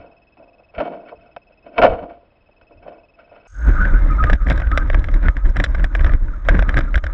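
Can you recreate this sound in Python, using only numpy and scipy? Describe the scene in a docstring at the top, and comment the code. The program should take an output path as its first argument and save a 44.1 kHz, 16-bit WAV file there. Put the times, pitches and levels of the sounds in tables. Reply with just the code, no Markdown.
"""A toy crawler truck on a rocky trail, heard by a small camera in a closed plastic case, in two shots.
First, slowed down: the truck scrapes and thuds past the camera on the ground, flicking stones and twigs at it.
Then, at speed, the camera rides on the truck: its mount shakes, tyres and grit rub, gears grind and squeak,
and the loose case knocks. Rubbing and knocks ring the case; shaped noise makes the thuds, drone and hiss.
The camera's circuit whines faintly in both shots, a tone in quick bursts."""
import sys
import numpy as np
from scipy import signal
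from scipy.fft import rfft, irfft, next_fast_len
from scipy.io import wavfile
from scipy.ndimage import uniform_filter1d

SR = 44100
rng = np.random.default_rng(int(sys.argv[2]) if len(sys.argv) > 2 else 0)


def natural_amplitude(level_db):
    """Convert a level in decibels to a linear amplitude factor, elementwise."""
    exponent = np.asarray(level_db, float) / 20
    return 10 ** exponent


def output_pcm(signal):
    """Save a mono or channel-first signal as 16-bit PCM at the path in sys.argv[1].

    Samples are clipped to [-1, 1] before scaling.
    """
    pcm = np.clip(np.atleast_2d(signal).T, -1, 1) * 32767
    wavfile.write(sys.argv[1], SR, np.round(pcm).astype(np.int16))


N = 314433  # samples
T = np.arange(N) / SR  # seconds
SLOWDOWN, CUT_S = 2.5, 3.472  # first shot: times slower than life, and its end


def curves(rows):
    """The columns of a table, joined by straight lines in time."""
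    time_s, *columns = np.transpose(rows)
    return [np.interp(T, time_s, column) for column in columns]


def unit(x):
    """Scales a sound to rms 1."""
    return x / np.sqrt(np.mean(x ** 2))


def coloured(points):
    """Noise whose spectrum follows (pitch_hz, level_db) points, at rms 1."""
    hz, db = np.transpose(points)
    f = np.arange(N // 2 + 1) * SR / N + 1
    shape = natural_amplitude(np.interp(np.log(f), np.log(hz), db, -90, -90))
    return unit(irfft(rfft(rng.standard_normal(N)) * shape, N))


def walk(rate):
    """Random levels, a new one rate times a second with a straight slide between; spread near 1."""
    k = int(SR / rate)
    steps = np.repeat(rng.standard_normal(N // k + 1), k)
    return unit(uniform_filter1d(steps, k)[:N])


def swells(rows, rise_db_s, rest_db):
    """Level in dB of (peak_s, level_db, fade_db_per_s) events that rise and die away over a resting level."""
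    power = natural_amplitude(rest_db) ** 2 + np.zeros(N)
    for s, db, fade_db_s in rows:
        below_peak_db = np.where(T < s, rise_db_s * (s - T), fade_db_s * (T - s))
        power += natural_amplitude(db - below_peak_db) ** 2
    return 10 * np.log10(power)


def ring_of(modes, low_hz, high_hz, rise_cycles):
    """The answer to a tap of the modes between two pitches; the soft plastic takes a moment to give way."""
    t = np.arange(4096) / SR
    ring = np.zeros(4096)
    for k, (hz, width_hz, db) in enumerate(modes):
        if low_hz < hz < high_hz:
            give = (1 - np.exp(-hz * t / rise_cycles)) ** 2
            fade = np.exp(-np.pi * width_hz * t)
            ring += (-1) ** k * natural_amplitude(db) * give * fade * np.sin(2 * np.pi * hz * t)
    return ring / np.abs(ring).max()


def rubbing(ring, per_s, spread):
    """Tiny contacts of very unequal size (spread in dB) ring the case, at rms 1."""
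    size = natural_amplitude(spread * np.minimum(rng.exponential(1, N), 4)) * rng.standard_normal(N)
    contacts = size * (rng.random(N) < per_s / SR)
    return unit(signal.fftconvolve(contacts, ring)[:N])


def taps(rows, low, high, chatter):
    """A firm first contact, then a chatter that dies away; both sets of modes get the same push."""
    out, t = np.zeros(N + 8192), np.arange(4096) / SR
    chance = rng.standard_normal((len(rows), 4096))
    for (s, db, treble_db, ms), noise in zip(rows, chance):
        push = (t == 0) + chatter * noise * np.exp(-t * 1000 / max(ms, .1))
        dull = signal.fftconvolve(push, low)
        bright = signal.fftconvolve(push, high)
        sound = dull / np.abs(dull).max() + natural_amplitude(treble_db) * bright / np.abs(bright).max()
        out[int(s * SR):][:len(sound)] += natural_amplitude(db) * sound
    return out[:N]


# Resonances of the case lying on the ground, as heard slowed: pitch_hz, width_hz, level_db (relative)
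GROUND_RESONANCES = [(262.4, 60, -12.5), (445, 47, -9), (530, 75, -1), (587, 55.6, -2), (689.5, 58.4, -1),
                     (844, 66, -14), (945, 107, -6.5), (1400, 130, 3), (1560, 91, -3.5), (1770, 280, -2.5),
                     (2264, 60, -7.5), (2598, 140, -6), (3047, 120, -10), (3590, 340, -13),
                     (4350, 190, -23), (5130, 190, -25.5)]


def ground_case_rings():
    """The plastic case on the ground rings at set pitches when touched: a low and a high group."""
    return ring_of(GROUND_RESONANCES, 0, 1150, .2), ring_of(GROUND_RESONANCES, 1150, SR, .2)


# Shell and tyres meeting the rock, slowed: peak_s, scrape_db, brightness_db (treble over scrape),
# weight_db (body over scrape), fade_db_per_s
ROCK_SCRAPES = [(0.0, -40, -15, -5, 110), (0.39, -48, -18.5, -1.5, 90), (0.47, -53, -26, -3, 161),
                (0.6, -48.5, -13, -13, 250), (0.7, -61, -28, -4, 293), (0.75, -43, -6, -7.5, 102),
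                (0.787, -30, -9, 3, 80), (0.9, -35, -20, 3, 125), (1.086, -45, -5, 0, 299),
                (1.12, -43.5, -16, -8, 248), (1.2, -57, -3, 6, 84), (1.29, -53, -10, -14, 200),
                (1.51, -55.5, -10, -4, 206), (1.662, -48, -8.5, 5, 99), (1.74, -43.5, -10, -6, 151),
                (1.781, -29, -9.5, -3.5, 201), (1.825, -15.5, -12, -2.5, 132), (1.92, -24.5, -24, -8, 211),
                (1.99, -36.5, -16.5, -2, 98.5), (2.029, -32.5, -22, -0.5, 169),
                (2.101, -44.5, -11, -8, 118.5), (2.32, -62.5, -12, -15, 151.5),
                (2.63, -69, -9.5, 0.5, 147.5), (2.71, -60, -6, 14.5, 120), (2.83, -43.5, -11.5, -4.5, 99.5),
                (2.869, -38.5, -15, -1.5, 122), (3.19, -50, -8, -7.5, 45), (3.28, -57, -19, -15, 197),
                (3.33, -47.5, -9, -15, 27.5), (3.46, -46.5, -6, -26, 47.5)]


def scrapes(low, high):
    """Tyres and shell rub the rock in many tiny contacts, with a noisy body under them."""
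    rise_db_s = 898.5
    scrape_db = swells([(s, db, fade) for s, db, _, _, fade in ROCK_SCRAPES], rise_db_s, -72)
    # the treble fades 1.2 times as fast
    treble_rows = [(s, db + bright, fade * 1.2) for s, db, bright, _, fade in ROCK_SCRAPES]
    treble_db = swells(treble_rows, rise_db_s, -85.5)
    body_db = swells([(s, db + weight, fade) for s, db, _, weight, fade in ROCK_SCRAPES], rise_db_s, -73)
    scuff_db = 2.5 * walk(45)  # the shell catches and lets go
    dull = natural_amplitude(scrape_db + scuff_db) * rubbing(low, 1500, 4.0)
    bright = natural_amplitude(treble_db + scuff_db) * rubbing(high, 3000, 0.94)
    body = coloured([(100, -47.5), (160, -3.5), (250, -0.5), (330, 5.5), (450, -11.5), (700, 11.0)])
    return dull + bright + natural_amplitude(body_db) * body


# The truck landing: peak_s, level_db, fade_db_per_s
LANDINGS = [(0.0, -45, 300), (0.785, -29, 898), (1.15, -50, 97), (1.785, -32.5, 99.5), (1.82, -26, 99.5),
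            (1.9, -20, 301), (2.03, -47, 250), (2.63, -52.5, 300), (2.74, -46.5, 99), (3.3, -53.5, 297)]


def thuds():
    """The truck's landings come through the ground as short swells of low noise."""
    rumble = coloured([(15, -4), (40, -2.5), (90, -6.5), (150, -18.0), (250, -45)])
    return natural_amplitude(swells(LANDINGS, rise_db_s=1199, rest_db=-64.5)) * rumble


# Colour of the slowed hiss: pitch_hz, level_db (per Hz, relative)
SLOWED_HISS = [(25, -9), (170, -18.5), (520, -19), (660, -18), (800, -23), (1700, -31.5), (3000, -34),
               (4500, -47), (5300, -44), (5500, -81.5)]


def slowed_hiss():
    """A steady faint noise, strongest in the bass."""
    return natural_amplitude(-60.5) * coloured(SLOWED_HISS)


def whine(slow, centre_s, db, octave_db):
    """The circuit's tone leaks in bursts, once a picture; slowing lowers both its pitch and burst rate."""
    bursts_per_s, burst_share, whine_hz = 47.95 / slow, .4, 6449.5 / slow
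    phase = (T - centre_s) * bursts_per_s
    inside = np.abs(phase - np.round(phase)) < burst_share / 2
    on = uniform_filter1d(1. * inside, int(20 * slow))  # softened edges
    turn = 2 * np.pi * whine_hz * T
    return natural_amplitude(db) * on * (np.sin(turn) + natural_amplitude(octave_db) * np.sin(2 * turn))


# Stones and twigs flicked against the case, slowed: start_s, level_db, treble_db (over the dull part),
# chatter_ms (time to fade to about a third)
STONE_FLICKS = [(0.37, -42.5, -7, 7.4), (0.749, -37.5, 4, 6), (0.78, -24, -0.5, 22),
                (0.801, -11.5, -11, 13), (0.851, -18.5, -16, 14), (0.875, -24, -36, 5.7),
                (1.092, -38, 2.5, 6.9), (1.121, -26, -38, 13), (1.259, -38.5, -12, 5),
                (1.363, -23, -9, 2.7), (1.663, -31, -11.5, 10), (1.78, -5, -5.5, 9),
                (1.793, -9.5, -27, 9.3), (1.816, -9, -0.5, 9.8), (1.822, -4, -4, 4.7),
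                (1.832, 1, -7.5, 15.5), (1.844, -3.5, -16, 21), (1.862, -5.5, -8.5, 8.6),
                (1.929, -19.5, -15, 15), (2.028, -33.5, -8, 7.1), (2.094, -58, 15, 8.9),
                (2.486, -43.5, -17, 7.6), (2.612, -45, 1, 4.6), (2.709, -41, -27, 12),
                (2.877, -34.5, -6.5, 16), (3.189, -54, 13.5, 13.5), (3.361, -40, -5, 12)]


def flicks(low, high):
    """Stones and twigs strike the case and chatter briefly, making it ring."""
    return taps(STONE_FLICKS, low, high, chatter=0.24)


def slowed_shot():
    """Scrapes, thuds, hiss and flicks; slowing pulls the top of the microphone's range down too."""
    low, high = ground_case_rings()
    x = scrapes(low, high) + thuds() + slowed_hiss() + flicks(low, high)
    return signal.sosfilt(signal.butter(8, 5900, fs=SR, output="sos"), x)


# How hard the wheels work the ground: time_s, level_db
ROLLING_LEVEL = [(3.47, -41.5), (3.52, -23), (3.6, -7), (3.65, -1.5), (3.69, 0.5), (4.2, 2), (4.6, -1),
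                 (5.0, -0.5), (5.5, -3), (6.1, -2), (6.3, -8.5), (6.45, -4.5), (6.6, -1), (6.85, -2),
                 (7.13, -6.5)]
# The wheels go light over a crest: middle_s, half_length_s, depth_db
CREST_LIFTS = [(4.383, 0.058, 13.5), (4.449, .03, 9.5), (4.681, 0.1, 3), (5.042, 0.065, 3),
               (5.189, 0.066, 6.5), (5.333, 0.052, 10), (5.416, 0.064, 9.5), (5.537, 0.039, 7.5),
               (5.89, 0.066, 8.5), (6.181, .05, 8.5), (6.409, 0.062, 5), (6.883, 0.066, 3.5),
               (7.004, .05, 13.5)]


def wheel_load():
    """The rolling level in dB, dipping where the wheels go light."""
    load_db = curves(ROLLING_LEVEL)[0]
    for s, half_length, depth_db in CREST_LIFTS:
        load_db = load_db - depth_db * np.cos(np.pi * np.clip((T - s) / half_length, -1, 1) / 2) ** 2
    return load_db


# Wheels hitting stones: peak_s, heave_db (of the mount), grind_db (under the tyres), over the rolling level
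STONE_BUMPS = [(3.682, 13, 6), (3.81, 3.5, 3), (3.87, -7, 3.5), (3.941, 9.5, 3), (4.05, 7, -3),
               (4.241, 4, 4), (4.33, 9.5, 8), (4.42, 7.5, -1.5), (4.468, 5.5, 9), (4.509, 3, 9.5),
               (4.6, 3.5, -3), (4.73, 6, -1.5), (4.79, 2.5, -1), (4.949, 5, 3), (5.16, 12.5, 7.5),
               (5.229, 6, 9), (5.261, 2.5, 8.5), (5.299, 11.5, 2), (5.37, 3, 7.5), (5.452, 13.5, 8.5),
               (5.5, 9.5, -5), (5.56, 4.5, 8.5), (5.599, 7.5, 7), (5.7, 3, -8), (5.79, 1, 6),
               (5.841, 10.5, 4), (5.96, 2, 1), (6.011, 9, 7), (6.068, 6.5, 4.5), (6.148, 16, 6),
               (6.228, 12, -12), (6.29, 5.5, -1.5), (6.46, -3.5, 4.5), (6.511, 12.5, 14.5),
               (6.548, -0.5, 12.5), (6.6, 9.5, -9), (6.691, -2, 8), (6.77, 4, 11.5), (6.835, 4, 0.5),
               (6.969, 13.5, 9.5), (7.05, -1, 1)]


def wheel_bumps():
    """Each stone lifts the levels in dB of the mount's heave and the tyres' grind above the wheel load."""
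    load_db = wheel_load()
    heave_db = load_db + swells([(s, db, 253) for s, db, _ in STONE_BUMPS], 352, 0)
    grind_db = load_db + swells([(s, db, 204) for s, _, db in STONE_BUMPS], 700, 0)
    return heave_db, grind_db


# Colour of the mount's shaking: pitch_hz, level_db (per Hz, relative)
MOUNT_SHAKE = [(18, -36.5), (30, 3.5), (45, -2), (65, -10), (90, -19), (130, -60.5)]


def shaking(heave_db):
    """The sprung mount keeps swinging: its pitch wanders more than its size."""
    swing = coloured(MOUNT_SHAKE)
    size = uniform_filter1d(np.abs(signal.hilbert(swing, next_fast_len(N))[:N]), 600)
    return natural_amplitude(-16 + heave_db) * unit(swing / size ** 0.69)  # power 1 would make the size even


# Colour of the chassis drone: pitch_hz, level_db (per Hz, relative)
CHASSIS_DRONE = [(90, 0), (125, 3), (150, -4.5), (187, 0.5), (225, -9.5), (265, -3.5), (320, -4),
                 (400, -17.5), (600, -15.5)]


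def drone(heave_db, grind_db):
    """The chassis hums as low noise that follows both heave and grind."""
    level_db = -33 + 0.46 * heave_db + 0.95 * grind_db
    return natural_amplitude(level_db + 2.0 * walk(30)) * coloured(CHASSIS_DRONE)


# Colour of the tyres: pitch_hz, level_db (per Hz, relative)
TYRE_COLOUR = [(250, -24), (420, -17), (560, 2.5), (750, -9.5), (950, -1), (1150, -6.5), (1500, -29.5)]


def tyres(grind_db):
    """Tyres grinding on the ground make a mid-pitched noise with a fluttering level."""
    return natural_amplitude(-45 + grind_db + 2 * walk(70)) * coloured(TYRE_COLOUR)


# Resonances of the case in its mount on the truck: pitch_hz, width_hz, level_db (relative)
MOUNTED_RESONANCES = [(583, 151, -1.5), (776, 69, -28), (1101, 78, -18), (1595, 230, 5.5),
                      (2122, 342, -0.5), (2368, 254, -4.5), (3110, 120, -9.5), (3090, 39, -20.5),
                      (3420, 240, -4.5), (3900, 300, -4.5), (4950, 360, -12.5), (5660, 210, -14.5),
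                      (5910, 260, -21), (7030, 1660, -6), (9300, 2700, -27.5)]


def mounted_case_rings():
    """The case in its mount rings at set pitches: a low group, a high group and the top ones alone."""
    low = ring_of(MOUNTED_RESONANCES, 0, 2700, .2)
    high = ring_of(MOUNTED_RESONANCES, 2700, SR, .2)
    return low, high, ring_of(MOUNTED_RESONANCES, 4400, SR, .15)


def grit(grind_db, low, high, top):
    """Grit rings the case in dense tiny contacts, and lone flying chips tick it."""
    treble_db = -64 + 0.9 * grind_db
    dull = natural_amplitude(-42.5 + 1.2 * grind_db) * rubbing(low, 2200, 2.3)
    bright = natural_amplitude(treble_db) * rubbing(high, 4300, 4.0)
    chips = natural_amplitude(treble_db - 8.5) * rubbing(top, 55, 2.5)
    return dull + bright + chips


# Resonances of the gears: pitch_hz, width_hz
GEAR_RESONANCES = [(1255, 131), (1480, 170)]
# Gear mesh over time: time_s, load_db, mesh_hz
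GEAR_MESH = [(3.47, -60, 1405), (3.57, -43, 1464), (3.65, -32, 1400), (3.72, -29.5, 1417),
             (3.86, -26.5, 1393), (4.0, -31.5, 1383), (4.09, -37.5, 1263), (4.19, -36, 1256),
             (4.34, -44.5, 1320), (4.53, -35.5, 1280), (4.66, -37, 1500), (4.74, -27, 1304),
             (4.96, -45, 1320), (5.33, -45.5, 1263), (5.6, -50.5, 1300), (5.78, -44, 1400),
             (5.97, -45.5, 1340), (6.08, -38, 1290), (6.2, -51.5, 1290), (6.51, -43, 1330),
             (6.67, -37, 1290), (6.84, -45, 1260), (7.04, -54, 1274), (7.1, -36, 1296)]


def gears():
    """Rough mesh noise rings two narrow resonances; the one nearer the mesh pitch rings louder."""
    out = np.zeros(N)
    load_db, mesh_hz = curves(GEAR_MESH)
    for hz, width_hz in GEAR_RESONANCES:
        level_db = load_db - 0.08 * np.abs(mesh_hz - hz)  # dB lost per Hz of detuning
        b, a = signal.iirpeak(hz, hz / width_hz, SR)
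        once = signal.lfilter(b, a, rng.standard_normal(N))
        ring = signal.lfilter(b, a, once)
        out += natural_amplitude(level_db + 4 * walk(30)) * unit(ring)
    return out


# Colour of the hiss in the riding shot: pitch_hz, level_db (per Hz, relative)
RIDING_HISS = [(1500, -18.5), (2500, -9.5), (4000, -18.5), (5500, -8.5), (8000, -9.5), (11000, -37)]


def riding_hiss():
    """The microphone's steady faint hiss, mostly treble."""
    return natural_amplitude(-66.5) * coloured(RIDING_HISS)


# The loaded gears squeak: start_s, length_s, start_pitch_hz, end_pitch_hz, level_db
GEAR_SQUEAKS = [(3.782, 0.025, 1199, 1370, -24.5), (3.793, 0.078, 1420, 1560, -18.5),
                (4.097, 0.039, 1255, 1253, -17), (4.177, 0.071, 1233, 1298, -18.5),
                (4.182, 0.018, 1374, 1370, -17.5), (3.84, 0.049, 1540, 1690, -26),
                (4.251, 0.076, 1216, 1260, -22.5), (4.006, 0.04, 2120, 2100, -42.5),
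                (4.066, 0.079, 2020, 2130, -44), (4.107, 0.036, 2440, 2280, -42.5),
                (4.134, 0.037, 2187, 2090, -40), (6.28, 0.019, 1500, 1490, -37.5),
                (6.332, 0.017, 1350, 1400, -36), (4.8, 0.036, 1560, 1560, -28.5),
                (5.241, 0.036, 1450, 1490, -26), (6.873, 0.027, 1400, 1350, -34)]


def squeaks():
    """Loaded gears give short gliding tones whose pitch and level waver."""
    out = np.zeros(N)
    waver, flutter = walk(150), natural_amplitude(2.5 * walk(120))
    for s, length, from_hz, to_hz, db in GEAR_SQUEAKS:
        at = np.clip((T - s) / length, 0, 1)
        pitch_hz = (from_hz + (to_hz - from_hz) * at) * (1 + 0.005 * waver)
        turn = 2 * np.pi * np.cumsum(pitch_hz) / SR
        out += natural_amplitude(db) * flutter * np.sin(np.pi * at) ** 1.1 * np.sin(turn)
    return out


# The case knocking in its mount: start_s, level_db, treble_db (over the dull part), jolt_db
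CASE_KNOCKS = [(3.8521, -13, -43, -21), (4.2274, -21.5, -35, -17), (4.2389, -7, -22, -16),
               (4.2684, -27, -28, -20.5), (4.298, -5.5, -25, -19), (4.3307, -7, -16, -19.5),
               (4.353, -25.5, -21, -12), (4.4693, -16, -34, -23), (4.4853, -18.5, -20, -20.5),
               (4.5, -11.5, -7.5, -7.5), (4.5059, -10, -19, -7.5), (4.515, -14, -23, -14),
               (4.526, -29, -5, -22), (4.56, -36, -1, -17.5), (4.5768, -17.5, -15.5, -27),
               (4.6, -19, -19, -19), (4.618, -18, -28, -12.5), (4.6711, -24.5, -21, -7),
               (4.7153, -15, -19.5, -26), (4.7751, -4.5, -13.5, -14), (4.7798, -21.5, -3, -19),
               (4.9005, -10.5, -25, -11), (4.9302, -21.5, -18, -16.5), (4.9446, -10.5, -21, -9.5),
               (4.9912, -33, -7, -5.5), (5.0417, -18, -17.5, -20), (5.086, -19.5, -22, -10),
               (5.1406, -19, -16.5, -16), (5.2573, -26.5, -37, -11), (5.2842, -6, -24, -2.5),
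               (5.3675, -15, -24, -16), (5.4552, -25, -26, -26), (5.4625, -40, -6.5, -25),
               (5.492, -43.5, -8, -25.5), (5.56, -20, -35, -23.5), (5.5667, -12, -18.5, -16),
               (5.5913, -30, -12, -15), (5.5997, -7, -18.5, -21.5), (5.6107, -36, -7, -18),
               (5.6396, -7, -10, -10), (5.6624, -21.5, -21, -12), (5.7473, -15, -23.5, -15),
               (5.782, -30, -25, -17), (5.796, -23.5, -30, -15), (5.8415, -9.5, -18.5, -15),
               (5.848, -33, -10, -7), (5.9506, -11.5, -17, -14), (5.9938, -19, -31, -12),
               (6.0078, -21, -16, -15), (6.045, -11, -17, -5), (6.0639, -16.5, -20, -27),
               (6.094, -17.5, -36, -8), (6.1198, -26, -15.5, -15.5), (6.136, -19, -18.5, -11),
               (6.1474, -29, -31, -17), (6.283, -32, -39, -27), (6.4502, -31, -14.5, -23),
               (6.4866, -2, -20.5, -25), (6.4925, -9, -26, -19), (6.5916, -8.5, -22, -16),
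               (6.6238, -12.5, -18.5, -18), (6.6919, -8, -20, -5.5), (6.742, -12, -21.5, -13),
               (6.7668, -16, -26, -16), (6.7705, -7.5, -19, -15), (6.7787, -9, -18, -9),
               (6.7896, -10, -16, -21), (6.8073, -17, -16.5, -22), (6.9428, -13, -27, -22.5),
               (6.9558, -8, -16, -36), (6.977, -16.5, -17, -13.5), (7.0393, -16.5, -17.5, -7.5),
               (7.066, -16.5, -17.5, -15)]


def jolts():
    """Each knock ends an upward swing of the case, which then drops back: one low cycle."""
    kicks = np.zeros(N)
    for s, *_, jolt_db in CASE_KNOCKS:
        kicks[int(s * SR)] = natural_amplitude(jolt_db)
    t = np.arange(-.05, .05, 1 / SR)
    swing = np.cos(2 * np.pi * 43 * t + 0.48) * np.exp(-((t - .004) / 0.0088) ** 2)
    return signal.fftconvolve(kicks, swing, "same")


def knocks(low, high):
    """The loose case hits its mount and rings, with a chatter of varying length."""
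    chatter_ms = 3.12 * np.exp(0.34 * rng.standard_normal(len(CASE_KNOCKS)))
    rows = [(s, db, treble_db, ms) for (s, db, treble_db, _), ms in zip(CASE_KNOCKS, chatter_ms)]
    return taps(rows, low, high, chatter=0.19)


def riding_shot():
    """Shake of the mount, chassis drone, tyres, grit through the case, gears and knocks."""
    heave_db, grind_db = wheel_bumps()
    low, high, top = mounted_case_rings()
    rolling = shaking(heave_db) + drone(heave_db, grind_db) + tyres(grind_db)
    rolling = rolling + grit(grind_db, low, high, top)
    return rolling + gears() + squeaks() + jolts() + knocks(low, high)


def gain_control(x, knee_db, slope, hold_s):
    """Gain that drops as the running loudness passes a knee and comes back slowly."""
    keep = np.exp(-1 / (hold_s * SR))
    loud = np.sqrt(signal.lfilter([1 - keep], [1, -keep], x ** 2) + 1e-12)
    return np.minimum(1, natural_amplitude(knee_db) / loud) ** slope


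def scene():
    """The two shots back to back; the gain control turns steady faint sounds down under loud ones."""
    slowed, riding = slowed_shot(), riding_shot()
    slow_whine = whine(SLOWDOWN, .0202, db=-56.5, octave_db=-15)
    slowed = slowed + slow_whine * gain_control(slowed, -31, 1.0, 0.16)
    faint = whine(1, .0003, db=-55.5, octave_db=-38) + riding_hiss()
    riding = riding + faint * gain_control(riding, -21.5, 1.93, 1.0)
    return np.where(T < CUT_S, slowed, riding)[None]


def band_limit(x):
    """A steep low-pass at the top of the band."""
    return signal.sosfilt(signal.butter(12, 17000, fs=SR, output="sos"), x)


def record(dry):
    """Only the loudest peaks are rounded; the shut case keeps out the top."""
    rounded = dry / (1 + dry ** 6) ** (1 / 6)
    shut = signal.sosfilt(signal.butter(4, 8500, fs=SR, output="sos"), rounded)
    return band_limit(shut)


dry = scene()
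out = record(dry)
output_pcm(out)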